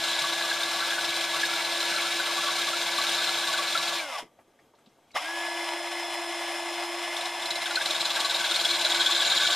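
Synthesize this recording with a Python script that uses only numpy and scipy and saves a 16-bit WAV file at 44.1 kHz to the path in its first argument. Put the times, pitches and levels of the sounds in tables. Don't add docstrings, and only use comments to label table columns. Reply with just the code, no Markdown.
import sys
import numpy as np
from scipy import signal
from scipy.fft import rfft, irfft, next_fast_len
from scipy.io import wavfile
from scipy.ndimage import uniform_filter1d

SR = 44100
rng = np.random.default_rng(int(sys.argv[2]) if len(sys.argv) > 2 else 0)


def int16_out(signal):
    q = np.round(np.clip(np.atleast_2d(signal).T, -1, 1) * 32767)
    wavfile.write(sys.argv[1], SR, q.astype(np.int16))


def voltage_ratio(decibels):
    exponent = np.asarray(decibels, float) / 20
    return 10 ** exponent


N = 421155

SIZE = next_fast_len(N + SR // 2)
HZ = np.maximum(np.fft.rfftfreq(SIZE, 1 / SR), 1)
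T = np.arange(N) / SR
RELEASE_S, LOCK_S, START_S = 3.988, 4.197, 5.143
STEADY_SHARE = .025

# (first bite [s], turn [s], turns, timing scatter [s])
PASSES = [
    (.0291, .0506, 79, .009),
    (7.456, .0494, 27, .003),
    (8.796, .0506, 15, .003),
]


def grinding():
    # (time [s], arc length against light touch, share left between bites [0-1])
    contact_arc = [
        (0, 1.3, .5),
        (4, 1.3, .5),
        (7.1, .8, .15),
        (7.8, 1.1, .1),
        (8.5, 1.28, .14),
        (9.55, 1.5, .35),
    ]
    # (time [s], pressure as grit level [dB], cap ring level [dB])
    pressure = [(0, -37.5, -23), (.6, -38.5, -29.5), (1.35, -37.5, -29.5), (2.5, -37, -27), (3.0, -37, -27),
                (3.23, -36.5, -24.5), (3.8, -37.5, -26.5), (3.96, -38, -29), (4.04, -44.5, -39),
                (4.07, -90.5, -94), (7.2, -53, -96), (7.3, -55, -48), (7.74, -45, -34), (7.89, -40.5, -30),
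                (7.98, -40, -22), (8.6, -38.5, -20.5), (9.15, -37.5, -17), (9.55, -35, -17)]
    arc, between = in_time(contact_arc)
    grit_db, rim_db = in_time(pressure)
    bite_ring, swell = biting(arc)
    rung = bite_ring + shell_knocks() + cap_ring(arc, rubbing(arc, between), grit_db, rim_db)
    return scraping(grit_db, swell), rung


def biting(arc):
    rise_s, crack_hz, crack_db, ease_s = .0013, 7100, -21.5, .0053
    rung, marks = np.zeros((2, N))
    for s, db, hz in bites():
        at = round(s * SR)
        long = arc[at]
        t60_s, struck_db = (.034, -16) if s > START_S else (.016, -5.5)
        add(rung, s, db - 7.5, hz, 300, rise_s * long ** 2, t60_s * long)
        marks[at] = np.sqrt(voltage_ratio(db + 8.0))
        strike(rung, s, db + struck_db, hz, 0.0008, t60_s * long)
        add(rung, s, db + crack_db, crack_hz, 2500, .0004, .02)
    fade = np.exp(-1 / (ease_s * SR))
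    swell = signal.lfilter([np.e * (1 - fade)], [1, -2 * fade, fade ** 2], marks)
    return rung, swell


def bites():
    # (time [s], peak level [dB], ring [Hz])
    hard_bites = [(7.1648, -10, 3520), (7.2084, -12, 3650), (7.2547, -12.5, 3900), (7.4208, -16, 3620),
                  (7.456, -12, 3990), (7.505, -6.5, 3910), (7.555, -10, 3980), (7.6166, -16, 3920),
                  (7.6566, -12, 3540), (7.709, -16, 3920), (7.7556, -4.5, 4100), (7.814, -12, 3590),
                  (7.856, -5, 4000)]
    first_bites = [(0.037, -20, 4200), (0.0648, -26, 3900), (0.0907, -22, 4050), (0.1131, -22, 3900),
                   (0.1625, -24, 3710), (0.189, -15, 3820), (0.2174, -21, 3860), (0.2688, -22, 3480),
                   (0.3237, -19, 3890), (0.423, -19, 3930), (0.448, -23, 4090), (0.4783, -22, 3900),
                   (0.4967, -20, 3960), (0.5277, -19, 3490), (0.6045, -16, 3460), (0.632, -16, 3680),
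                   (0.6789, -32, 3940), (0.7098, -25, 3730), (0.7327, -27, 4210), (0.7552, -28, 3220),
                   (0.7846, -25, 3550), (0.8036, -23, 3960), (0.8405, -26, 3500), (0.8654, -24, 3550),
                   (0.9053, -15, 3450), (0.932, -21, 3930), (1.0091, -24, 4080), (1.044, -20, 3930),
                   (1.0894, -18, 3900), (1.1413, -24, 3880), (1.1628, -18, 4000), (1.2062, -25, 3510),
                   (1.2386, -20, 3530), (1.2945, -26, 4120), (1.3423, -25, 3710), (1.3598, -23, 4090),
                   (1.3972, -30, 3500), (1.4132, -20, 3570), (1.4526, -18, 3750), (1.5145, -24, 4170),
                   (1.6467, -18, 3940), (1.7175, -21, 3390), (1.7724, -21, 3900), (1.8033, -17, 4100),
                   (1.8527, -23, 3680), (1.8831, -27, 3630), (1.8976, -26, 3970), (1.935, -31, 4100),
                   (1.9614, -19, 4080), (2.0058, -25, 3930), (2.0223, -25, 3380)]
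    middle_bites = [(2.0059, -31, 3930), (2.0223, -30, 3380), (2.0528, -25, 4160), (2.1071, -24, 3750),
                    (2.1391, -31, 3730), (2.156, -23, 3870), (2.3092, -25, 3700), (2.366, -23, 3920),
                    (2.407, -24, 3700), (2.4349, -27, 4100), (2.4683, -22, 3380), (2.5057, -21, 3860),
                    (2.5601, -21, 3940), (2.584, -21, 4100), (2.6145, -22, 3960), (2.6873, -17, 3450),
                    (2.814, -20, 3560), (2.8624, -23, 3680), (2.9118, -32, 3930), (2.9617, -26, 4050),
                    (2.9796, -17, 4090), (3.0146, -17, 4100), (3.0375, -25, 4180), (3.0655, -19, 3700),
                    (3.0919, -17, 3360), (3.1148, -19, 4000), (3.1453, -17, 3920), (3.1667, -20, 3610),
                    (3.2186, -21, 3630), (3.2406, -19, 3480), (3.2705, -23, 4130), (3.2909, -16, 4090),
                    (3.3423, -18.5, 3430), (3.3678, -23, 3700), (3.4067, -26, 3640), (3.473, -18, 3720),
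                    (3.5229, -26, 3920), (3.5743, -22, 3800), (3.6242, -22, 4090), (3.6801, -27, 3730),
                    (3.702, -23, 3410), (3.7255, -22, 3470), (3.7474, -23, 3420), (3.7753, -14, 3860),
                    (3.8257, -20, 3980), (3.8542, -22, 3400), (3.8781, -16, 4130), (3.9365, -23, 3570),
                    (3.9834, -22, 4090)]
    last_bites = [(7.9056, -13, 3430), (7.945, -21, 3720), (8.0057, -16.5, 3990), (8.0516, -13, 3980),
                  (8.1019, -18, 3450), (8.1559, -20, 3470), (8.2011, -15, 3580), (8.246, -15, 3990),
                  (8.2964, -19, 3700), (8.3467, -19, 3830), (8.3972, -25, 3370), (8.44, -24, 4020),
                  (8.5099, -14, 3600), (8.546, -23, 3900), (8.5585, -17, 4220), (8.6106, -16, 4280),
                  (9.3658, -27, 3980), (8.5957, -25, 4030), (8.648, -13, 3370), (8.709, -16, 4100),
                  (8.7434, -34, 3730), (8.8107, -17, 3900), (8.846, -16, 3940), (8.897, -24, 3860),
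                  (8.944, -17, 3900), (9.0039, -22, 3590), (9.06, -8, 3460), (9.1088, -16.5, 3510),
                  (9.153, -23, 3920), (9.2116, -17, 3430), (9.2617, -21, 3900), (9.3488, -26, 3610),
                  (9.4153, -23, 3680), (9.4465, -33, 3780)]
    # (mean peak level [dB], scatter [dB])
    pass_db = [
        (-25, 7),
        (-12, 2),
        (-21, 3),
    ]
    ring_hz = (3280, 4100)
    rows = list(hard_bites)
    for listed, drive_db in ((first_bites, 2.5), (middle_bites, 2.5), (last_bites, 7)):
        rows += [(s, db + drive_db, hz) for s, db, hz in listed]
    listed_s = np.array(rows)[:, 0]
    for (first_s, turn_s, turns, scatter_s), (db, scatter_db) in zip(PASSES, pass_db):
        turns = int(turns)
        late, strong, high = rng.uniform(-1.6, 1, (turns, 3)).T * np.sqrt(3)
        due = first_s + turn_s * np.arange(turns)
        free = np.abs(due[:, None] - listed_s).min(axis=1) > turn_s / 2
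        hz = np.interp(high, [-np.sqrt(3), np.sqrt(3)], ring_hz)
        rows += list(np.c_[due + scatter_s * late, db + scatter_db * strong, hz][free])
    return rows


def rubbing(arc, between):
    lead_s, contact_s, edge_s = .002, .016, .005
    rubs = np.zeros(N)
    for first_s, turn_s, turns, _ in PASSES:
        for s in first_s + turn_s * np.arange(turns):
            long = arc[round(s * SR)]
            rubs[round((s - lead_s * long) * SR):round((s + contact_s * long ** 2) * SR)] = 1
    return between + (1 - between) * uniform_filter1d(rubs, size=int(edge_s * SR))


def scraping(grit_db, swell):
    # (frequency [Hz], level [dB per Hz])
    grit_spectrum = [(40, -31), (110, -28), (160, -19), (400, -17.5), (580, -5), (1260, -17), (1650, -0.5),
                     (1830, -27), (2230, -8), (4040, -2), (6630, -16), (8500, -17), (12000, -23.5),
                     (16000, -23.5)]
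    # (frequency [Hz], width [Hz], level [dB])
    cap_modes = [(154, 55, 6), (696, 42, -4.5), (1021, 25, 12), (1150, 47, 10.5), (1360, 52, -3),
                 (2256, 88, 6.5), (2722, 59, 6), (4420, 180, -4.5), (5410, 87, 6.5), (6190, 110, 9),
                 (7300, 250, 8), (7800, 250, -11), (8330, 200, 8.5), (8940, 110, 7)]
    thud_hz, lumps_db = 260, 3.5
    grit = grains(per_s=12000, spread_db=2.5) * voltage_ratio(2.5 * np.tanh(drift(57) / 2))
    force = voltage_ratio(grit_db + 4.0) * (1 + 0.024 * swell) + voltage_ratio(-36.0) * swell
    scrape = colour(grit, grit_spectrum, cap_modes) * force
    thud = signal.sosfilt(signal.butter(2, thud_hz, fs=SR, output="sos"), scrape)
    return scrape + thud * (voltage_ratio(lumps_db * drift(9.2) - 1.5) - 1)


def cap_ring(arc, touch, grit_db, rim_db):
    # (frequency [Hz], width [Hz], level [dB])
    rim_modes = [(3335, 150, -0.5), (3590, 390, 2), (3850, 150, -0.5), (3920, 116, -2.5), (4090, 106, 3.5),
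                 (4690, 220, -7), (6880, 194, -7.5), (7560, 167, -9)]
    shell_modes = [
        (1510, 21, 15.5),
        (1610, 54, 8.5),
    ]
    low_modes = [
        (947, 46, -9),
        (1150, 30, -2.5),
        (1360, 65, -8.5),
        (2255, 63, -4.5),
    ]
    chatter = grains(per_s=9000, spread_db=2.0)
    rim = voltage_ratio(rim_db - 8.5) * touch * rings(chatter, rim_modes, flicker_db=3.2, rate_hz=80)
    shell_db = rim_db + 11 * np.maximum(arc - 1.3, 0) + by_run(-16, -18.5)
    shell = voltage_ratio(shell_db) * np.sqrt(touch) * 1.2 * rings(chatter, shell_modes, flicker_db=3.5, rate_hz=90)
    low = voltage_ratio(grit_db - 2.0) * rings(chatter, low_modes, flicker_db=6.5, rate_hz=23)
    return rim + shell + low


def shell_knocks():
    # (time [s], peak level [dB], ring [Hz])
    clangs = [(0.2433, -23.5, 1150), (0.413, -22.5, 1636), (0.515, -20, 1640), (0.619, -19, 1610),
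              (0.824, -23, 1580), (0.924, -19.5, 1630), (0.985, -22, 1510), (0.854, -29, 1150),
              (1.435, -16.5, 1675), (1.974, -29, 1360), (2.201, -22, 1514), (2.4842, -25, 1150),
              (2.678, -27, 1164), (2.988, -20, 1150), (3.44, -24, 1620), (3.543, -20.5, 1510),
              (3.59, -23, 1150), (3.754, -22.5, 1360), (3.798, -29, 1150), (3.996, -24, 2330),
              (2.602, -30, 1590), (2.63, -25, 1660), (7.664, -24, 1590), (7.905, -26.5, 627),
              (7.7093, -29, 1430), (7.774, -18, 1510), (7.8131, -24, 1620), (8.168, -22.5, 1610),
              (8.5135, -27, 1470), (8.8652, -29, 1510), (8.9476, -31, 1610), (8.446, -23.5, 1610),
              (9.282, -25, 1510), (9.335, -24, 1610)]
    out = np.zeros(N)
    for s, db, hz in clangs:
        add(out, s - .004, db, hz, 70, .002, .05)
        strike(out, s - .004, db + 2.0, hz, 0.0031, 0.053)
        add(out, s - .002, db - 2.5, hz, 350, .0007, .012)
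    return out


def motor():
    # (time [s], full rotor speed [Hz], once-a-turn hum level [dB], magnet whine level [dB])
    running = [(0, 337, -48.5, -38.5), (.6, 339.5, -48, -38), (1.3, 338.7, -46.5, -39),
               (2, 341.2, -46.5, -38.5), (2.7, 341.6, -46, -40.5), (4, 341.2, -48.5, -39),
               (5.27, 339.6, -47.5, -33.5), (5.45, 340.4, -45, -34.5), (5.65, 341.6, -44.5, -42.5),
               (6, 343.2, -42.5, -43.5), (6.5, 341.5, -42.5, -43), (6.9, 344, -41, -45),
               (7.3, 345.1, -48.5, -42.5), (8, 340.8, -52, -43), (8.5, 342.4, -48, -45),
               (9.55, 343, -51, -37)]
    full_hz, hum_db, whine_db = in_time(running)
    share = speed_share()
    rotor_hz = full_hz * share
    turn = 2 * np.pi * np.cumsum(rotor_hz) / SR
    rattle_db = rattle_level(share)
    low = low_orders(share, rotor_hz, turn, hum_db, whine_db)
    tones = np.sqrt(2) * (low + voltage_ratio(rattle_db) * upper_orders(share, turn))
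    return tones + switch_chirp(), voltage_ratio(rattle_db) * gear_rattle(turn)


def speed_share():
    coast_per_s, brake_s, brake_per_s, run_up_s = 1.88, 4.171, 11.0, .038
    lost = coast_per_s * np.maximum(T - RELEASE_S, 0)
    lost += (brake_per_s - coast_per_s) * np.maximum(T - brake_s, 0)
    run_up = 1 - np.exp((START_S - T) / run_up_s)
    return np.maximum(np.where(T < START_S, 1 - lost, run_up), 1e-3)


def low_orders(share, rotor_hz, turn, hum_db, whine_db):
    # (whine frequency [Hz], level through the housing [dB])
    whine_path = [
        (300, -33),
        (690, 5.5),
        (1000, -7),
        (1150, 4),
        (1260, -10),
        (1530, -1.5),
        (1640, 0.5),
        (1800, -3.5),
    ]
    biting_s, slower = 7.25, np.log10(share)
    again = T > START_S
    coasting = (T > RELEASE_S) & ~again

    flicker_db = np.where(T > biting_s, 4.5, 2)
    hum = voltage_ratio(hum_db + 148 * slower + flicker_db * drift(22)) * np.sin(turn)

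    peak_hz, width_hz, peak_db = 565, 95, 22
    second_db = by_run(-50, -48) + 108 * slower
    second_db += coasting * peak_db / (1 + (2 * (2 * rotor_hz - peak_hz) / width_hz) ** 2)
    second = voltage_ratio(second_db + 3.44 * drift(25)) * np.sin(2 * turn)

    unpowered_db, unpowered_s = -7, .045
    whine_db = whine_db + unpowered_db * np.exp(-np.maximum(T - RELEASE_S, 0) / unpowered_s) * coasting
    path_hz, path_db = np.transpose(whine_path)
    whine_db += np.interp(5 * rotor_hz, [0, *path_hz], [-60, *path_db])
    dip_share, dip_width, dip_db = .88, .072, -20
    whine_db += again * dip_db * np.exp(-((share - dip_share) / dip_width) ** 2)
    whine = voltage_ratio(whine_db + 0.6 * drift(34)) * np.sin(5 * turn + 0.085 * drift(25))
    return hum + second + whine


def upper_orders(share, turn):
    # (multiple of the rotor, level against the rattle [dB])
    upper_lines = [(3, -21), (6, -21), (10, -11), (12, -14.5), (15, -10.5), (21, -18.5), (22, -33),
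                   (24, -27), (25, -21), (27, -25), (29, -27), (30, -24), (31, -24.5), (32, -39.5)]
    hard_pull_share, hard_pull_db, glide_top_order, glide_loss_db = .78, 6, 12, -16
    gliding = np.tanh((1 - share) / STEADY_SHARE)
    clear_db = by_run(-7, -3.5)
    clear_db = clear_db - by_run(1, 10) * gliding * np.clip((share - hard_pull_share) / 0.16, 0, 1)
    clear_db += (T > START_S) * hard_pull_db * np.clip((hard_pull_share + .1 - share) / .1, 0, 1)
    flutter, wander = 0.035 * drift(44), voltage_ratio(1.9 * drift(25))
    lines = np.zeros(N)
    for order, db in upper_lines:
        k = int(round(order))
        level = voltage_ratio(db + glide_loss_db * gliding * (k > glide_top_order)) * np.roll(wander, 999 * k)
        lines += level * np.sin(k * (turn + flutter) + k * k)
    return voltage_ratio(clear_db) * lines


def rattle_level(share):
    # (time [s], level on the rattle [dB], width [s])
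    jolts = [
        (4.11, -0.5, 0.079),
        (4.188, 5.5, 0.011),
        (5.166, 6.5, 0.013),
        (5.2, -1, .012),
    ]
    knee_share, engage_db, engage_s, stop_db_per_s = 0.53, -19, .007, 420
    again = T > START_S
    level_db = by_run(-36.5, -34.5) - np.minimum(np.log10(share / knee_share), 0)
    level_db += sum(db * np.exp(-((T - s) / width_s) ** 2) for s, db, width_s in jolts)
    level_db += again * engage_db * np.exp(-np.abs(T - START_S) / engage_s)
    return level_db - stop_db_per_s * np.clip(T - LOCK_S, 0, .1) * ~again


def gear_rattle(turn):
    # (frequency [Hz], level [dB per Hz])
    rattle_spectrum = [(40, -47), (180, -38.5), (490, -20.5), (590, -3), (700, 0.5), (1300, -10.5),
                       (2000, -7.5), (3400, -8), (4350, -18.5), (5300, -14), (6200, -19.5), (10400, -22),
                       (12000, -30.5), (16000, -26)]
    # (frequency [Hz], width [Hz], level [dB])
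    housing_modes = [
        (670, 260, -1.5),
        (965, 58, 7.5),
        (1101, 15, 7.5),
        (1790, 70, -4),
        (2080, 160, 7),
        (5230, 240, 6.5),
        (8360, 640, -2),
        (10200, 700, 2.5),
    ]
    mesh = grains(per_s=9000, spread_db=2.5) * (1 + 0.045 * np.cos(turn)) * voltage_ratio(1.08 * drift(26))
    return wobble(colour(mesh, rattle_spectrum, housing_modes), 7.96)


def switch_chirp():
    on_s, off_s, hz, level_db = 5.133, 5.158, 3900, -50
    return voltage_ratio(level_db) * np.sin(2 * np.pi * hz * T) * np.clip((T - on_s) / 0.01, 0, 1) * (T < off_s)


def handling():
    # (time [s], peak level [dB], ring [Hz], t60 [s])
    ticks = [(4.187, -40, 1800, .03), (4.184, -32, 4600, .025), (5.106, -50, 2200, 0.037),
             (5.7, -43, 1000, .03), (4.225, -40, 260, 0.12), (3.7, -48, 900, 0.1), (2.4, -33, 900, 0.15),
             (4.387, -45, 640, 0.057), (4.39, -57, 1910, 0.052), (4.478, -52, 410, 0.06),
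             (4.589, -52, 1840, .06), (4.59, -54, 680, 0.071), (4.6, -66, 4700, .05),
             (4.737, -47, 600, 0.07), (4.75, -60, 4000, .05), (4.786, -51, 1300, 0.041),
             (6.4, -53, 4200, .04), (4.871, -48, 230, 0.048), (4.985, -52, 650, 0.045),
             (5.088, -54, 702, 0.039), (5.116, -50, 4500, .03), (5.113, -58, 7300, .03),
             (4.786, -62, 7400, .04), (4.86, -51, 3600, 0.059), (4.89, -64, 5400, .05)]
    # (time [s], peak level [dB], ring [Hz])
    kicks = [
        (5.156, -26, 1200),
        (5.162, -35, 674),
        (5.164, -28, 1800),
        (5.163, -25, 2950),
        (5.225, -36, 720),
    ]
    out = np.zeros(N)
    for s, db, hz, t60_s in ticks:
        add(out, s, db, hz, 0.31 * hz + 120, .0006, t60_s)
        strike(out, s, db - 11.0, hz, .0004, t60_s / 2)
    for s, db, hz in kicks:
        add(out, s, db + 6.5, hz, 90, .002, .04)
    return out


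def air():
    # (frequency [Hz], level [dB])
    hush_spectrum = [(15, -53), (25, -27.5), (64, -8), (139, -9.5), (230, -8), (475, -4.5), (544, -3.5),
                     (770, -8), (2860, -26), (3270, -19), (3540, -31), (6560, -29), (15000, -32)]
    # (frequency [Hz], wander [Hz], level [dB])
    far_lines = [
        (3270, 13, -79),
        (3930, 14.3, -89),
        (6520, 18, -84),
        (7880, 24, -91),
        (9770, 30, -96),
    ]
    hush_db = -70
    whine = np.zeros(N)
    for hz, wander_hz, db in far_lines:
        phase = 2 * np.pi * np.cumsum(hz + wander_hz * drift(40)) / SR
        whine += voltage_ratio(db + 2.0 * drift(30)) * np.sqrt(2) * np.sin(phase)
    hush = voltage_ratio(hush_db + 5.0 + 1.8 * drift(9)) * colour(rng.standard_normal(N), hush_spectrum)
    return hush + whine * voltage_ratio(np.interp(T, (4.24, 4.33), [-12, -1.5]))


def echoes():
    t60_s, t = 0.11, T[:SR // 4]
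    tail = rng.standard_normal(len(t)) * voltage_ratio(-60 * t / t60_s) * (t > .0015)
    return rfft(tail / np.sqrt(np.sum(tail ** 2)), SIZE)


def rms_one(x):
    return x / np.sqrt(np.mean(x ** 2) + 1e-20)


def in_time(rows):
    s, *columns = np.transpose(rows)
    return [np.interp(T, s, c) for c in columns]


def by_run(first, second):
    return np.where(T > START_S, float(second), float(first))


def at_hz(points):
    hz, level = np.transpose(points)
    return np.interp(np.log(HZ), np.log(hz), level)


def colour(x, spectrum, peaks=()):
    bells_db = sum(db / (1 + (2 * (HZ - hz) / width_hz) ** 2) for hz, width_hz, db in peaks)
    return rms_one(irfft(rfft(x, SIZE) * voltage_ratio(at_hz(spectrum) + bells_db), SIZE)[:N])


def drift(rate_hz):
    r = np.exp(-32 * np.pi * rate_hz / SR)
    slow = signal.lfilter([1], [1, -2 * r, r * r], rng.standard_normal(N // 16 + 3002))[3000:]
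    return np.interp(np.arange(N) / 16, np.arange(len(slow)), rms_one(slow))


def resonate(x, hz, width_hz):
    r = np.exp(-np.pi * width_hz / SR)
    poles = [1, -2 * r * np.cos(2 * np.pi * hz / SR), r * r]
    return signal.lfilter(np.array([1, 0, -1]) * (1 - r * r) / 2, poles, x)


def rings(clicks, modes, flicker_db, rate_hz):
    out = np.zeros(N)
    for hz, width_hz, db in modes:
        level = voltage_ratio(db + 2 * flicker_db * np.tanh(drift(rate_hz) / 2))
        out += level * wobble(resonate(resonate(clicks, hz, 3 * width_hz), hz, width_hz), 12.0)
    return rms_one(out)


def wobble(x, rate_hz):
    shift_share = .012
    return np.interp(T + shift_share / (2 * np.pi * rate_hz) * drift(rate_hz), T, x)


def grains(per_s, spread_db):
    sizes = voltage_ratio(spread_db * np.minimum(rng.exponential(1, N), 5)) * rng.choice([-1, 1], N)
    return rms_one(sizes * (rng.random(N) < per_s / SR))


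def add(out, s, db, hz, width_hz, rise_s, t60_s):
    t = T[:SR // 10]
    noise = resonate(rng.standard_normal(2 * len(t)), hz, width_hz)[len(t):]
    power = uniform_filter1d(noise ** 2, size=int(SR / width_hz))
    noise = rms_one(noise / np.sqrt(power + 1e-12) ** .7)
    shape = (1 - np.exp(-t / rise_s)) * voltage_ratio(-20 * t / t60_s - 98 * (t / t60_s) ** 2)
    at = round(s * SR)
    out[at:at + len(t)] += voltage_ratio(db) * resonate(noise * shape, hz, 2 * width_hz)[:N - at] / 2


def strike(out, s, db, hz, rise_s, t60_s):
    t = T[:SR // 10]
    shape = (1 - np.exp(-t / rise_s)) * voltage_ratio(-20 * t / t60_s - 107 * (t / t60_s) ** 2)
    at = round(s * SR)
    out[at:at + len(t)] += (voltage_ratio(db) * shape * np.sin(2 * np.pi * hz * t * (1 - .3 * t)))[:N - at]


def scene():
    # (frequency [Hz], side against mid level [dB])
    side_width = [
        (60, -23),
        (90, -22),
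        (140, -13),
        (240, -26),
        (470, -16),
        (940, -17),
        (1860, -74),
        (3690, -15.5),
        (7340, -4.5),
        (14600, -1),
    ]
    # (frequency [Hz], left against right level [dB])
    left_lean = [
        (60, -1.5),
        (150, 1),
        (370, 0.7),
        (940, 0.6),
        (2340, 0.94),
        (5840, 1.5),
        (10000, 3.5),
        (14600, 0),
    ]
    room_db, sway_rad, sway_hz = -9, 3.0, 10
    tones, *sources = [rfft(x, SIZE) for x in (*motor(), *grinding(), handling() + air())]
    mid = tones + sum(near * (1 + voltage_ratio(room_db) * echoes()) for near in sources)
    lean = np.tanh(at_hz(left_lean) * np.log(10) / 40)
    spread = voltage_ratio(at_hz(side_width)) * sum(near * echoes() for near in [tones, *sources])
    mid, leaning, even, odd = irfft(np.array([mid, mid * lean, spread, 1j * spread]), SIZE)[:, :N]
    sway = sway_rad * drift(sway_hz)
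    side = leaning + even * np.cos(sway) + odd * np.sin(sway)
    return np.array([mid + side, mid - side])


def band_limit(x):
    return signal.sosfilt(signal.butter(12, 15190, fs=SR, output="sos"), x)


def record(dry):
    cutoff_hz = 15650
    soft = .55 * np.tanh(dry / .55)
    cut = signal.sosfilt(signal.cheby2(12, 70, cutoff_hz, fs=SR, output="sos"), soft)
    return band_limit(cut)


dry = scene()
out = record(dry)
int16_out(out)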